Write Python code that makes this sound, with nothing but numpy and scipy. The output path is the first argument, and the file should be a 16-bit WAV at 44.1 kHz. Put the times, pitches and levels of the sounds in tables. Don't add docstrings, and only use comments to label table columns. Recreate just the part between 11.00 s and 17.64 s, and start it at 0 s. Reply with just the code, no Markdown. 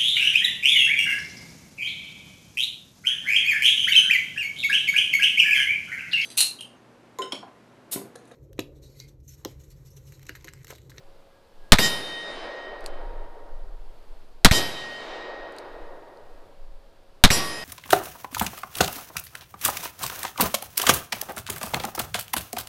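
import sys
import numpy as np
from scipy import signal
from scipy.fft import rfft, irfft, next_fast_len
from scipy.io import wavfile
from scipy.ndimage import uniform_filter1d, map_coordinates

SR = 44100
rng = np.random.default_rng(int(sys.argv[2]) if len(sys.argv) > 2 else 0)


def gain_from_db(level_db):
    decades = np.asarray(level_db, float) / 20
    return 10 ** decades


def master(y):
    cut = np.clip(np.atleast_2d(y).T, -1, 1)
    pcm = np.round(cut * 32767)
    wavfile.write(sys.argv[1], SR, pcm.astype(np.int16))


N = 292824


def unit(x):
    return x / np.sqrt(np.mean(x ** 2) + 1e-20)


def along(points, hz):
    f, v = np.transpose(points)
    return np.interp(np.log(hz + 1), np.log(f + 1), v)


def curves(rows, t, quiet=-120):
    s, *columns = np.transpose(rows)
    return [np.interp(t, s, column, quiet, quiet) for column in columns]


def filtered(x, response):
    m = next_fast_len(len(x) + SR)
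    hz = np.fft.rfftfreq(m, 1 / SR)
    return irfft(rfft(x, m) * response(hz), m)[:len(x)]


def noise(spectrum, size=N):
    white = rng.standard_normal(size)
    return unit(filtered(white, lambda hz: gain_from_db(along(spectrum, hz))))


def wobble(rate, size=N):
    knots = rng.standard_normal(int(size * rate / SR) + 4)
    return map_coordinates(knots, [np.arange(size) * rate / SR])


def swells(rows, t):
    out = np.zeros(len(t))
    for peak_s, db, rise_s, fade, *bend in rows:
        late = t - peak_s
        loss_db = np.where(late < 0, 10 * (late / rise_s) ** 2, fade * late + sum(bend) * late ** 2)
        out += gain_from_db(db - loss_db)
    return out


def add(track, s, sound):
    part = track[round(s * SR):][:len(sound)]
    part += sound[:len(part)]


# t/s after shot, crackle level/dB, hold/s, suction [0-4 of full scale]
BLAST_WAVES = [
    (0, 11.5, .0032, 2.5),
    (.0055, 1, .001, 2),
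    (.0092, -1, .003, 1.15),
    (.0125, -4, .002, .3),
    (.0155, -8, .004, .6),
    (.0205, -12, .002, .5),
    (.0235, -20, .006, .25),
    (.03, -23, .012, .08),
    (.043, -32, .024, 0),
    (.052, -27, .002, 0),
]
# f/Hz, level/dB per Hz
CRACKLE_COLOUR = [(100, -40), (300, -11), (700, -3), (1700, -3), (2900, -8.5), (3900, 0), (5500, -10.5),
                  (9000, -14), (15000, -24)]


def blast():
    fade_db_per_s, suck_lag_s, suck_width_s = 7500, .002, .0007
    t = np.arange(SR // 10) / SR
    s, db, hold_s, suck = np.transpose(BLAST_WAVES)[..., None]
    fade_db = fade_db_per_s * np.clip(t - s - hold_s, 0, 1)
    crackle = np.max((t >= s) * gain_from_db(db - fade_db), axis=0)
    from_middle = (t - s - hold_s / 2 - suck_lag_s) / (suck_width_s + hold_s / 6)
    suction = np.sum(suck * np.exp(-.5 * from_middle ** 2), axis=0)
    bright = noise(CRACKLE_COLOUR, size=len(t))
    dull = unit(filtered(bright, lambda hz: 1 / (1 + (hz / 3500) ** 2)))
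    fresh = 0.45 + 0.61 * np.exp(-t / 0.0066)
    return gain_from_db(-3.0) * crackle * (fresh * bright + (1 - fresh) * dull) - suction


# t/s after strike, level/dB
SLAP_TAPS = [
    (0, -3),
    (.0005, -1),
    (.0032, -4),
    (.0037, -3),
    (.0128, -11),
]
# f/Hz, width/Hz, level/dB
SLAP_TONES = [(2050, 1100, 0), (3800, 900, -6), (6400, 1500, -13), (9000, 2000, -21), (12000, 2000, -27)]


def strike(thump_db):
    t = np.arange(SR // 20) / SR
    taps = np.zeros(len(t))
    for s, db in SLAP_TAPS:
        taps[round(s * SR)] = gain_from_db(db + rng.normal(0, 1))

    def steel_tones(f):
        total = 0
        for k, (centre, width, db) in enumerate(SLAP_TONES):
            resonance = -1j * f * width / (centre * centre - f * f + 1j * f * width)
            total = total + (-1) ** k * gain_from_db(db) * resonance
        return total

    slap = filtered(taps, steel_tones)
    push = gain_from_db(thump_db) * np.exp(-.5 * ((t - .0037) / .0011) ** 2)
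    return .75 * slap / np.abs(slap).max() - push


MAIN_HZ = [1877, 3079, 3692]
# level/dB, t60/s, lobes per s, first lobe [turns], flash level/dB
MAIN_TONES = [
    [(-30.5, 5.17, 5.364, 0.61, -21), (-31.5, 2.58, 4.23, 0.45, -25), (-22, 1.55, 2.46, 0.98, -41)],
    [(-31, 4.7, 5.1, 0.42, -25.5), (-31, 2.08, 6.67, 0.88, -25), (-35.5, 2.2, 3.8, 0.18, -30)],
    [(-33, 3.5, 0.85, 0.115, -35), (-43, 2.8, 1.5, 0.37, -45), (-57, 3.5, 8, .5, -39)],
]
MAIN_SLOWS_S = [0.5, 4.7, 6]
MAIN_DEPTH = [.93, .75, .7]
OTHER_HZ = [1134, 2561, 3269, 3890, 4997, 5069, 5636, 6145, 6497, 6647, 7292, 7688, 8102, 8335, 8786, 9040,
            9722, 10230, 10910, 11372, 11463, 12000, 12165, 13320, 14055, 10705, 12769, 13119]
# t60/s, lobes per s, flash level/dB
OTHER_TONES = [(0.66, 4.3, -80.0), (3.6, 2.3, -46), (1.05, 2.6, -80.0), (2.15, 2.4, -32.5),
               (1.74, 1.44, -28.5), (1.7, 2.5, -26.5), (0.92, 2, -18), (0.87, 1.5, -48), (3.7, 1.2, -32),
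               (2.3, 4.3, -46.5), (1.5, 1.5, -22), (0.46, 2.8, -21.5), (1.5, 1.5, -35), (3.2, 2.4, -55.0),
               (1.35, 3.7, -33), (1.19, 2.15, -80.0), (0.61, 3.9, -30), (0.47, 1.9, -80.0), (0.4, 5.2, -55),
               (1.1, 4.2, -50), (0.84, 2.1, -34), (0.45, 1.5, -80.0), (0.6, 3.0, -80.0),
               (0.67, 11.0, -48.0), (0.8, 1.5, -80.0), (1.7, 2.9, -80.0), (0.3, 11.0, -80.0),
               (2.0, 1.5, -80.0)]
# level/dB at hit 1, 2, 3
LANDING = [(-46, -72.0, -22), (-52.0, -48.0, -36.0), (-72.0, -36.5, -35.5), (-39, -36.0, -50),
           (-40.5, -41, -39), (-38.5, -54, -35), (-74, -53, -34.5), (-53, -48, -42), (-59.5, -60.0, -55.5),
           (-70, -81, -53), (-49, -52, -39), (-72.0, -43, -25), (-55, -60.0, -48.0), (-63, -72.0, -52),
           (-62, -53, -50), (-36, -55, -37.5), (-68.0, -68.0, -26), (-24, -35, -30), (-39, -52.0, -36),
           (-66, -60.0, -50), (-56, -39.5, -34), (-23, -72.0, -32), (-60, -60.0, -56.0),
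           (-64.0, -68.0, -44.0), (-45, -72.0, -50), (-64, -72.0, -56), (-60.0, -56.5, -40.0),
           (-68.0, -72.0, -72.0)]
FACING = [(0.92, 0.0, 0.67), (0.64, 0.29, 0.85), (0.875, 0.13, 0.94), (0, 0.21, 0.75), (0.79, 0.84, 0.31),
          (0.077, 0.047, 0.61), (0.625, 0.125, 0.24), (0.043, 0.75, 0.72), (0.19, 0.0, 0.25),
          (0.0, 0.125, 0.31), (0.8, 0.63, 0.66), (0.875, 0.0, 0.69), (0.45, 0.375, 0.125),
          (0.17, 0.25, 0.875), (0.625, 0.41, 0.77), (0.93, 0.75, 0.043), (0.875, 0.25, 0.86),
          (0.58, 0.375, 0.71), (0.0, 0.75, 0.99), (0.5, 0.75, 0.73), (0.5, 0.0058, 0.72),
          (0.75, 0.625, 0.625), (0.25, 0.125, 0.75), (0.75, 0.5, 0.625), (0.875, 0.875, 0.125),
          (0.0, 0.0, 0.0), (0.875, 0.25, 0.125), (0.75, 0.75, 0.75)]
FLASH_DB = [2.5, 3.5, -5.5]


def ring(hit, flash_s):
    twist_slows_s, lobe_depth = 0.45, 0.66
    lobe_point = 0.72
    flash_follows = 0.87
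    rest_s, rest_fade_db_per_s = 1.12, 10
    flutter_db_per_khz, flutter_top_db, flutter_per_s = 1.6, 4.5, 20

    other_t60, other_lobes, other_flash_db = np.transpose(OTHER_TONES)
    landing_db = np.transpose(LANDING)[hit]
    weakness_db = np.maximum(landing_db - np.max(LANDING, axis=1), -20)
    other_flash_db = other_flash_db + FLASH_DB[hit] + flash_follows * weakness_db
    others = np.transpose([landing_db, other_t60, other_lobes, np.transpose(FACING)[hit], other_flash_db])
    modes = np.vstack([MAIN_TONES[hit], others])
    pitches_hz = MAIN_HZ + OTHER_HZ

    t = np.arange(0, 19 * SR // 10, 10) / SR
    db, t60, lobes, facing, flash_db = np.transpose(modes)[..., None]
    slows = np.r_[MAIN_SLOWS_S, np.full(len(OTHER_HZ), twist_slows_s)][:, None]
    twist = slows * np.log(1 + t / slows)
    twist[0] = np.minimum(twist[0], np.interp(rest_s, t, twist[0]))
    depth = np.r_[MAIN_DEPTH, np.full(len(OTHER_HZ), lobe_depth)][:, None]
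    beam = np.abs(1 + depth * np.exp(2j * np.pi * (lobes * twist - facing))) / (1 + depth)
    flutter = []
    for hz in pitches_hz:
        flutter_db = min(abs(hz - MAIN_HZ[0]) / 1000 * flutter_db_per_khz, flutter_top_db)
        flutter.append(flutter_db * np.minimum(wobble(10 * flutter_per_s, size=len(t)), 1))
    fade = 60 * t / t60 + rest_fade_db_per_s * np.clip(t - rest_s, 0, 9)
    body = gain_from_db(db - fade + flutter) * beam ** lobe_point * (1 - np.exp(-t / .015))
    flash = gain_from_db(flash_db) * np.exp(-.5 * ((t - flash_s) / .024) ** 2)
    gain = np.repeat(np.hypot(body, flash) * np.clip(t / .0027, 0, 1), 10, axis=1)
    turns = np.outer(pitches_hz, np.arange(gain.shape[1]) / SR) + rng.random((len(modes), 1))
    return np.sum(gain * np.sin(2 * np.pi * turns), axis=0)


# t/s after shot, level/dB
SPRAY = [
    (.0675, -42),
    (.07, -19),
    (.1, -27),
    (.14, -26),
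    (.2, -32.5),
    (.3, -39),
    (.45, -42.5),
    (.6, -46),
]
SPLASH_DB = [1, 1, 1.5]
# loudest t/s after shot, level/dB, rise/s, fade [dB per s], bend [dB per s squared]
NEAR_TREES = [
    (.12, -37, 0.022, 17, 0),
    (.7, -39, 0.16, 14.5, 5),
    (1.2, -52, 0.15, 15, 3),
]
FAR_TREES = [
    (.12, -40.5, .04, 23, 2.5),
    (.8, -40.5, 0.3, 0.81, 10.5),
]
# f/Hz, level/dB per Hz
SPRAY_COLOUR = [(35, -66), (60, -1.5), (294, -0.5), (803, -4.5), (1580, -9), (1910, -10.5), (2770, -9.5),
                (4970, -7.5), (6900, -21), (11800, -18.5), (14600, -28.5), (16000, -47)]
NEAR_COLOUR = [(59, -20), (100, -14), (343, 0), (1310, -6.5), (1830, -3.5), (2860, -10), (3780, -8),
               (5900, -17.5), (9210, -19), (11900, -34.5), (16000, -66)]
FAR_COLOUR = [(71, -78), (120, -41.5), (155, -27.5), (330, -2), (568, 3.5), (1700, -16.5), (1930, -16.5),
              (2000, -23), (2600, -52), (4400, -120)]


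def woods(steel, hit):
    size = 3 * SR
    t = np.arange(size) / SR
    near, far = swells(NEAR_TREES, t), swells(FAR_TREES, t)

    def ringing(colour):
        return unit(filtered(noise(colour, size=size), steel))

    trunks = gain_from_db(1.05 * wobble(25, size=size))
    spray_gain = gain_from_db(curves(SPRAY, t)[0] + SPLASH_DB[hit] + 0.4 * wobble(150, size=size))
    spray = spray_gain * dulled(ringing(SPRAY_COLOUR), since=0.11)
    near_echo = near * dulled(ringing(NEAR_COLOUR), since=0.2)
    far_echo = far * trunks * noise(FAR_COLOUR, size=size)
    return (t > .0675) * (spray + near_echo + far_echo)


def minor_modes(depth_db):
    spikes = depth_db * wobble(SR / 45 / 2, size=SR)
    return lambda hz: gain_from_db(np.interp(hz, np.arange(SR) / 2, spikes) * np.clip(hz / 6000, 0, 1))


# f/Hz, level/dB per s
AIR_LOSS = [(300, 16), (1000, 3), (2500, 10.5), (5000, 15.5), (8000, 40), (11000, 52), (15000, 102)]


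def dulled(x, since):
    hz, frames, z = signal.stft(x, SR, nperseg=512)
    loss_db = along(AIR_LOSS, hz)[:, None] * (frames - since)
    return signal.istft(z * gain_from_db(-loss_db), SR, nperseg=512)[1][:len(x)]


# t/s, peak level/dB, body level/dB
CLICKS = [
    (1.807, -40, -13),
    (1.842, -39, -4),
    (1.8615, -21, -4.5),
    (4.522, -41.5, -11),
    (4.5644, -40, -8),
    (4.585, -28, -1.5),
    (5.1727, -53, 3),
]
# f/Hz, level/dB, t60/s
LOCK_TONES = [(2580, 5.5, 0.0038), (4260, 9, 0.0057), (4720, 5, .007), (6330, -16, 0.017),
              (8030, -7, 0.0075), (9700, -7.5, 0.013), (11700, -11, .007), (13100, -10, 0.0053)]


def hammer():
    rattle_colour = [(1500, -20), (4500, 0), (10000, -4), (15000, -20)]  # f/Hz, level/dB per Hz
    out, t = np.zeros(N), np.arange(SR // 20) / SR
    for s, db, body_db in CLICKS:
        tick = np.zeros(len(t))
        for hz, level, t60 in LOCK_TONES:
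            weight_db = level + rng.normal(0, 2) + body_db * (hz < 5500)
            tick += gain_from_db(weight_db - 60 * t / t60) * np.sin(2 * np.pi * (hz * t + rng.random()))
        snap = 0.37 * gain_from_db(-60 * t / 0.0047)
        tail = .07 * gain_from_db(-60 * t / .08)
        rattle = (snap + tail) * noise(rattle_colour, size=len(t))
        add(out, s, gain_from_db(db - 4.0) * (tick * (1 - np.exp(-t / 0.00056)) + rattle))
    return out


HUM_HZ = [549.1, 936.7, 1645]
# loudest t/s, level/dB, rise/s, fade [dB per s]
HUM_SWELLS = [
    [(.01, -57, .2, 14), (2.19, -67, 0.3, 16), (5.1, -58.5, 0.17, 4.5)],
    [(2.06, -46, 0.067, 25), (4.84, -53.5, .3, 22)],
    [(.35, -68, 0.054, 58.5), (.65, -63.5, 0.055, 64), (1.9, -59, 0.16, 39.5), (4.6, -67.5, .2, 9)],
]


def hum():
    t = np.arange(N) / SR
    return sum(swells(rows, t) * np.sin(2 * np.pi * hz * t) for rows, hz in zip(HUM_SWELLS, HUM_HZ))


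# t/s, level/dB
GUSTS = [(.13, -43.5), (.64, -40.5), (1.41, -42.5), (1.8, -34.5), (1.93, -31.5), (2.08, -28.5),
         (2.222, -29), (2.54, -29), (2.68, -31.5), (2.85, -31), (3.14, -34), (3.35, -40.5), (4.14, -45),
         (4.41, -46), (4.84, -32), (5.35, -37), (5.699, -31.5), (6.1, -45.5)]
# f/Hz, level/dB per Hz
BUFFET_COLOUR = [(5.9, -27.5), (10, 16.5), (29, -2.5), (46, -25.5), (71, -29.5), (156, -50), (200, -45),
                 (260, -69.5), (440, -120)]
# f/Hz, level/dB per Hz
FLOOR_COLOUR = [(35, -35.5), (60, 1), (193, -9.5), (492, -3), (553, -8.5), (607, -4), (1660, -17),
                (1860, -19), (4640, -21.5), (6000, -29.5), (13300, -34), (14900, -36), (16000, -52.5)]


def air():
    rise_s, fade_db_per_s, calm_db = 0.11, 108, -63.5
    t = np.arange(N) / SR
    gusts = swells([(s, db, rise_s, fade_db_per_s) for s, db in GUSTS], t) + gain_from_db(calm_db)
    duck_db = sum(-11 * (t > shot[0]) / (1 + np.exp((t - shot[0] - .95) / .12)) for shot in SHOTS)
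    buffet = noise(BUFFET_COLOUR)
    buffet /= np.sqrt(np.abs(uniform_filter1d(buffet ** 2, size=6000)) + 0.19)
    hush = gain_from_db(-58 + duck_db + 0.83 * wobble(4.1)) * noise(FLOOR_COLOUR)
    return gusts * buffet + hush


# t/s, strike delay/s, strike thump level/dB, first swing t/s after strike
SHOTS = [
    (.7207, .0652, -22, .055),
    (3.4471, .0648, -3, .042),
    (6.2384, .0652, -12, .022),
]


def scene():
    out = air() + hammer() + hum()
    steel = minor_modes(depth_db=4)
    for hit, (s, delay_s, thump_db, flash_s) in enumerate(SHOTS):
        add(out, s, blast())
        add(out, s, woods(steel, hit))
        add(out, s + delay_s, strike(thump_db))
        add(out, s + delay_s + .008, ring(hit, flash_s))
    return out[None]


def roll_off(x):
    return signal.sosfilt(signal.butter(12, 16510, fs=SR, output="sos"), x)


def record(dry):
    held = dry[0] / (1 + np.abs(dry[0] / 1.15) ** 4) ** (1 / 4)
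    coupled = filtered(held, lambda hz: 1j * hz / (1.4 + 1j * hz))
    clipped = coupled / (1 + np.abs(coupled / .84) ** 8) ** (1 / 8)
    sampled = filtered(clipped, lambda hz: 1 / (1 + (hz / 15300) ** 120))
    return roll_off(sampled[None])


dry = scene()
out = record(dry)
master(out)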